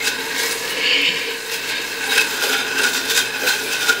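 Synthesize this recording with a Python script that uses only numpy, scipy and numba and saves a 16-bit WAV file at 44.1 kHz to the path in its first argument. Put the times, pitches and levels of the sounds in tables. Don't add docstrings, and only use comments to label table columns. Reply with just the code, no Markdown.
import sys
import numpy as np
from scipy import signal
from scipy.fft import rfft, irfft, next_fast_len
from scipy.io import wavfile
from numba import njit

SR = 44100
rng = np.random.default_rng(int(sys.argv[2]) if len(sys.argv) > 2 else 0)


def voltage_ratio(level):
    return 10 ** (np.asarray(level, float) / 20)


def unload_audio(sound):
    columns = np.transpose(np.atleast_2d(sound))
    steps = np.round(np.clip(columns, -1, 1) * 32767)
    wavfile.write(sys.argv[1], SR, steps.astype(np.int16))


N = 176400
T = np.arange(N) / SR


def rms_one(x):
    return x / np.sqrt(np.mean(x ** 2) + 1e-20)


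def in_time(rows):
    s, *columns = np.transpose(rows)
    return [np.interp(T, s, column) for column in columns]


def drift(rate_hz):
    step = 40
    r = np.exp(-2 * np.pi * rate_hz * step / SR)
    settle = 2000
    noise = rng.standard_normal(N // step + settle + 2)
    slow = signal.lfilter([1], [1, -2 * r, r * r], noise)[settle:]
    return np.interp(np.arange(N) / step, np.arange(len(slow)), rms_one(slow - slow.mean()))


def fizz(grain_share, per_s, spread_db, flicker_db):
    burst = rng.random(N) < per_s / SR
    size_db = spread_db * np.minimum(rng.exponential(1, N), 5)
    pops = burst * voltage_ratio(size_db) * rng.choice([-1, 1], N)
    share = np.clip(grain_share, 0, 1)
    mix = np.sqrt(1 - share) * rng.standard_normal(N) + np.sqrt(share) * rms_one(pops)
    return rms_one(mix * voltage_ratio(flicker_db * (drift(28.0) + drift(170))))


def colour(x, points):
    hz, db = np.transpose(points)
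    log_hz = np.log(np.arange(N // 2 + 1) * SR / N + 1)
    outside = np.maximum(0, np.maximum(np.log(hz[0]) - log_hz, log_hz - np.log(hz[-1])))
    shape_db = np.interp(log_hz, np.log(hz), db) - 12 * outside
    return rms_one(irfft(rfft(x) * voltage_ratio(shape_db), N))


def patchy(x, patchy_db):
    spectrum = rfft(x)
    octave = np.log2(np.arange(N // 2 + 1) * SR / N + 1)
    centres = np.arange(10, 14.5, .4)
    out = 0
    for centre in centres:
        share = np.interp(octave, centres, centres == centre)
        out = out + voltage_ratio(patchy_db * drift(11.3)) * irfft(spectrum * share, N)
    return out


@njit
def resonate(x, cosine, r):
    y = np.zeros(len(x))
    for i in range(2, len(x)):
        drive = (1 - r * r) / 2 * (x[i] - x[i - 2])
        y[i] = drive + 2 * r * cosine[i] * y[i - 1] - r * r * y[i - 2]
    return y


def resonate_twice(x, hz, width_hz):
    cosine = np.cos(2 * np.pi * hz / SR) + np.zeros(N)
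    r = np.exp(-np.pi * width_hz / SR)
    return resonate(resonate(x, cosine, r), cosine, r)


# start_s (deepest), loss_db, pitch_hz
MODE_CHOKES = [(.1, 6, 1525), (.28, 7, 440), (3.15, 7, 855), (3.99, 10, 255), (.41, 18, 2630),
               (.52, 5, 1640), (.85, 1, 3070), (.9, 2, 2580), (.95, 6, 3650), (1.06, 8, 4435),
               (1.11, 8, 2180), (1.76, 7, 2950), (1.94, 3, 2600), (2.04, 7, 3620), (2.18, 11, 4050),
               (2.46, 5, 1600), (2.53, 3, 3230), (2.58, 8, 1620), (2.76, 9, 3600), (3.19, 2, 2500),
               (3.33, -1, 2580), (3.47, 8, 3520)]
CHOKE_S, CHOKE_REACH = .05, 0.036


def bank(x, modes, patchy_db, waver):
    when, loss_db, choked_hz = np.transpose(MODE_CHOKES)
    dips = np.exp(-((T - when[:, None]) / CHOKE_S) ** 2)
    out = 0
    for hz, width_hz, db in modes:
        hz_then = np.interp(when, T, hz + 0 * T)
        reach = np.exp(-((hz_then / choked_hz - 1) / CHOKE_REACH) ** 2)
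        tone = resonate_twice(x, hz * (1 + waver * drift(6.3)), width_hz)
        out = out + voltage_ratio(db + patchy_db * drift(11.0) - (loss_db * reach) @ dips) * tone
    return out


# start_s (peak), hiss_db, length_s, ring_db (cup over hiss)
VAPOUR_SURGES = [(0.072, -19, 0.027, -2), (0.393, -25, 0.023, 0), (0.449, -22, 0.055, -1),
                 (0.513, -25, 0.043, -23), (0.708, -28, 0.087, -22), (1.541, -23.5, 0.039, 0),
                 (1.697, -30.5, 0.059, 3), (1.87, -33, 0.082, 4), (2.033, -33, 0.042, 4),
                 (2.118, -26, 0.031, 8.5), (2.148, -22.5, 0.039, 4), (2.181, -18, 0.0086, 6),
                 (2.215, -22, 0.024, 2.5), (2.327, -28.5, 0.1, 2.5), (2.441, -18, 0.02, -1),
                 (2.494, -28, 0.029, 9.5), (2.531, -22.5, 0.012, 10.5), (2.584, -32.5, 0.032, 15),
                 (2.789, -26.5, 0.032, 6.5), (2.841, -21.5, 0.028, 4.5), (2.865, -22, 0.027, -1),
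                 (2.964, -21, 0.061, -8.5), (3.109, -19, 0.024, -6.5), (3.178, -17, 0.035, -2.5),
                 (2.891, -23, 0.006, -5), (3.93, -27, 0.021, -9), (3.497, -20, 0.044, 1.5),
                 (3.736, -26, 0.047, 1), (3.825, -25, 0.045, 0.5), (3.897, -16, 0.015, 6)]
SURGE_FALL, SURGE_POINT = 0.92, 0.97


def surge_shape(ring):
    power = np.zeros(N)
    for s, db, length_s, ring_db in VAPOUR_SURGES:
        late = (T - s) / max(length_s, .004)
        late = np.abs(np.where(late > 0, late / SURGE_FALL, late))
        power += voltage_ratio(2 * (db + ring * ring_db)) * np.exp(-2 * late ** SURGE_POINT)
    return np.sqrt(power)


# warm_hz, chilled_hz, width_hz, level_db
COLUMN_MODES = [(274, 252.6, 31.4, -2), (469.7, 419.3, 65, 2.5), (1000, 778, 115, -7),
                (1033, 890, 142, -8.5), (1608, 1410, 59, 3), (1710, 1472, 89, 2.5), (1667, 1576, 108, -3),
                (1920, 1850, 190, -5), (2145, 2250, 184, -5), (2693, 2485, 266, -2),
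                (3230, 3140, 310, -7.5), (3950, 3444, 420, -7), (4226, 3940, 145, -6),
                (5110, 4940, 200, -9.5),
                (3850, 3720, 150, -18), (4690, 4600, 210, -12.5), (5360, 4940, 290, -16),
               (6280, 6230, 350, -15), (7630, 7150, 750, -19), (8270, 8200, 400, -28)]
COLUMN_CHANGE = [6.5, -5.5, 6.5, -1, 10.5, 4, 15, -13, -15, -2.5, 4.5, 4, -6, -6]
LAST_MODES_CHANGE = [0.33, -13, -6, 1, -1, 11]
RING_TILT_HZ = 700


def cup_ring(level_db, chill, spits):
    modes = []
    for mode, change_db in zip(COLUMN_MODES, COLUMN_CHANGE + LAST_MODES_CHANGE):
        warm_hz, chilled_hz, width_hz, db = mode
        hz = warm_hz + (chilled_hz - warm_hz) * chill
        modes.append((hz, width_hz, db + change_db * (chill - .5)))
    drive = fizz(grain_share=0.24, per_s=3000, spread_db=5.0, flicker_db=0.86)
    bright = signal.lfilter(*signal.butter(1, RING_TILT_HZ, "high", fs=SR), drive)
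    boil_and_surges = voltage_ratio(level_db) * drive + spits * surge_shape(ring=0.74) * bright
    return 5.54 * bank(boil_and_surges, modes, patchy_db=0.8, waver=0.0072)


# pitch_hz, level_db (per Hz)
OPEN_HISS = [(650, -17), (1300, -10), (2000, -6.5), (3800, -1), (6200, -2), (9000, -6), (12500, -9.5),
             (15800, -8)]


def open_hiss(level_db, hiss_db, spits):
    hiss = colour(fizz(grain_share=0.25, per_s=5000, spread_db=2.0, flicker_db=0.26), OPEN_HISS)
    level = np.hypot(spits * surge_shape(ring=0), voltage_ratio(level_db + hiss_db - 4))
    return level * patchy(hiss, patchy_db=1.96)


# start_s, level_db, chill (of the gas, 0-1), hiss_db (open hiss over the level)
STEADY_BOIL = [(0, -28.5, 0.62, -5), (.2, -25, 0.47, -6.5), (.45, -29.5, 0.22, 2.5), (.62, -28.5, 0.22, 0),
               (.85, -26, 0.04, -11), (1.12, -27, 0, -6), (1.3, -27, 0.24, -5), (1.45, -32.5, 0.4, 2),
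               (1.8, -32, 0.24, -1.5), (2.0, -28.5, 0.41, -2), (2.3, -28.5, 0.62, -1),
               (2.55, -24.5, 0.85, -2), (2.72, -24, 0.65, -7.5), (3.0, -28.5, 0.65, -4),
               (3.35, -25.5, 0.63, -5), (3.6, -28.5, 0.7, 5.5), (3.8, -30, 0.71, -1),
               (4.0, -28, 0.83, -2.5)]
SPUTTER_DB, SPUTTER_PER_S = 2, 86


def cup():
    level_db, chill, hiss_db = in_time(STEADY_BOIL)
    spits = voltage_ratio(SPUTTER_DB * drift(SPUTTER_PER_S))
    return cup_ring(level_db, chill, spits) + open_hiss(level_db, hiss_db, spits)


# pitch_hz, level_db (per Hz)
FAN_RUMBLE = [(30, -10.5), (60, -19.5), (105, -24), (150, -15.5), (330, -7.5), (480, -7.5), (660, -13.5),
              (1300, -13)]
FAN_DB = -36
# pitch_hz, level_db (of the sine's peak)
MOTOR_HUM = [(59.2, -69), (118.4, -52), (177.6, -58), (597.5, -54)]
HUM_BEAT_S, HUM_CREST_S, HUM_BEAT_DB = 0.53, .57, 3


def fan():
    beat_db = HUM_BEAT_DB * np.cos(2 * np.pi * (T - HUM_CREST_S) / HUM_BEAT_S)
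    hum = 0
    for hz, db in MOTOR_HUM:
        level = voltage_ratio(db + beat_db + 1.3 * drift(1.7))
        hum = hum + level * np.sin(2 * np.pi * (hz * T + rng.random()))
    rumble = colour(rng.standard_normal(N), FAN_RUMBLE)
    return hum + voltage_ratio(FAN_DB + 1.9 * drift(0.95)) * rumble


# start_s (peak), level_db, length_s, pitch_hz
MODE_FLARES = [(.01, -28, .04, 2126), (0.061, -28, 0.034, 2606), (2.3, -33, .08, 1480),
               (0.068, -24, 0.017, 4900), (.92, -37, .12, 1700), (.72, -30, 0.066, 2930),
               (.8, -40, .1, 1710), (1.016, -38, .15, 285), (0.965, -25, 0.055, 2930),
               (.97, -31, .04, 2420), (1.137, -32, 0.055, 1705), (1.8, -34, 0.19, 1597),
               (1.564, -36.5, 0.031, 1630), (1.79, -31, .05, 3700), (2.112, -22.5, .02, 3820),
               (2.185, -16.5, 0.024, 2590), (2.468, -30, 0.035, 2650), (2.597, -32, 0.045, 2296),
               (2.8, -26, .04, 2690), (2.85, -20, 0.027, 1470), (3.0, -41.5, 0.28, 258.4),
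               (3.055, -35, .05, 1480), (3.109, -22, .025, 3600), (3.178, -21.5, 0.027, 3700),
               (3.186, -25.5, .03, 4930), (3.196, -33, 0.027, 6000), (3.206, -27.5, 0.034, 3200),
               (3.478, -22, 0.039, 1520), (3.498, -26, .04, 4100), (3.557, -36, .05, 846),
               (3.6, -33, 0.046, 2550), (3.67, -31, 0.045, 2390), (3.724, -28, 0.062, 1515),
               (3.74, -28.5, .04, 2580), (3.823, -26, 0.017, 3650), (3.89, -31, .03, 2260),
               (3.903, -20, 0.016, 1426), (3.9, -31, 0.016, 1000), (0.655, -36, 0.051, 1695),
               (.91, -24, .03, 2930), (1.188, -33, .05, 2930), (1.87, -35, .04, 2670), (2.1, -32, .05, 794),
               (2.14, -31, 0.028, 1600), (2.44, -30, .02, 4850), (2.9, -28, 0.03, 1544),
               (2.968, -30, .03, 3590), (2.97, -31, .03, 7430), (3.31, -28.5, .04, 1670),
               (3.546, -33, 0.044, 3230)]
FLARE_WIDTH = 0.046


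def flares():
    noise = fizz(grain_share=0.099, per_s=2800, spread_db=0.0, flicker_db=1.0)
    out = 0
    for s, db, length_s, hz in MODE_FLARES:
        swell = np.exp(-((T - s) / max(length_s, .008)) ** 2)
        out = out + voltage_ratio(db) * swell * rms_one(resonate_twice(noise, hz, FLARE_WIDTH * hz))
    return out


# start_s, level_db
MUFFLED_GUSHES = [
    [(.6, -46), (.72, -35), (.82, -22), (.86, -17.5), (.97, -15.5), (1.01, -17.5), (1.092, -15),
     (1.105, -22.5), (1.42, -37.5)],
    [(1.6, -42), (1.7, -30.5), (1.78, -23.5), (1.85, -43), (1.95, -43)],
]
# pitch_hz, width_hz, level_db
JET_MODES = [(1870, 54, -22), (2204, 99, -2), (2370, 100, -2), (2670, 170, -4.5), (2780, 120, -3),
             (2930, 245, -3), (3200, 54, -8), (3700, 190, -11), (4435, 120, -9.5), (4640, 340, -13),
             (5330, 170, -21.5), (6820, 320, -24), (7400, 110, -24)]


def gush():
    shape = 0
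    for rows in MUFFLED_GUSHES:
        inside_s = np.minimum(T - rows[0][0], rows[-1][0] - T)
        shape = shape + np.clip(inside_s / 0.051, 0, 1) * voltage_ratio(in_time(rows)[0])
    drive = fizz(grain_share=0.4, per_s=1800, spread_db=4.0, flicker_db=0.5)
    return shape * rms_one(bank(drive, JET_MODES, patchy_db=1.7, waver=0.0053))


SNAP_S, SNAP_DB, SNAP_HZ = 1.0175, -6, 7500


def snap():
    click = np.zeros(N) + 1e-18
    click[int(SNAP_S * SR)] = voltage_ratio(SNAP_DB)
    return signal.sosfilt(signal.butter(4, SNAP_HZ, "high", fs=SR, output="sos"), click)


# start_s, level_db, pitch_hz
SURFACE_HEAVES = [
    (1.075, -35.5, 172),
    (2.19, -31, 281),
    (2.42, -22.5, 465),
    (2.8, -27.5, 434),
    (3.1, -42, 218),
    (3.418, -22.5, 448),
    (3.45, -32, 246),
    (3.875, -30, 410),
    (2.16, -36, 464),
    (3.645, -31, 423),
]
HEAVE_S, HEAVE_WIDTH = 0.029, 0.4


def heaves():
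    noise = rng.standard_normal(N)
    out = 0
    for s, db, hz in SURFACE_HEAVES:
        late = np.maximum(T - s, 0) / HEAVE_S
        puff = np.e * late * np.exp(-late) ** 1.41
        out = out + voltage_ratio(db) * puff * rms_one(resonate_twice(noise, hz, HEAVE_WIDTH * hz))
    return out


ROOM_T60_S, ROOM_DB, WALL_HZ = 0.31, -16.5, 4900


def room(x):
    size = next_fast_len(N + SR)
    hz = np.arange(size // 2 + 1) * SR / size
    walls = 0
    for k, lag_s in enumerate(rng.uniform(.015, .045, 10)):
        loss = voltage_ratio(-60 * lag_s / ROOM_T60_S) / (1 + 1j * hz / WALL_HZ)
        loop = loss * np.exp(-2j * np.pi * hz * lag_s)
        walls = walls + (-1) ** k * loop / (1 - loop)
    return irfft(rfft(x, size) * walls, size)[:N]


def scene():
    near = cup() + flares() + gush() + heaves()
    return (near + voltage_ratio(ROOM_DB) * room(near) + snap() + fan())[None]


def roll_off(x):
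    return signal.sosfilt(signal.butter(12, 16240, fs=SR, output="sos"), x)


MIC_NOISE_DB, MIC_LOW_HZ, MIC_HIGH_HZ = -48, 52, 15725
MIC_CEILING, MIC_OFFSET = .95, .001


def record(dry):
    noisy = dry + voltage_ratio(MIC_NOISE_DB) * rng.standard_normal(dry.shape)
    thin = signal.lfilter(*signal.butter(2, MIC_LOW_HZ, "high", fs=SR), noisy)
    rounded = MIC_CEILING * np.tanh(thin / MIC_CEILING)
    passed = np.arange(N // 2 + 1) * SR / N < MIC_HIGH_HZ
    mix = irfft(rfft(rounded) * passed, N) + MIC_OFFSET
    return roll_off(mix)


dry = scene()
out = record(dry)
unload_audio(out)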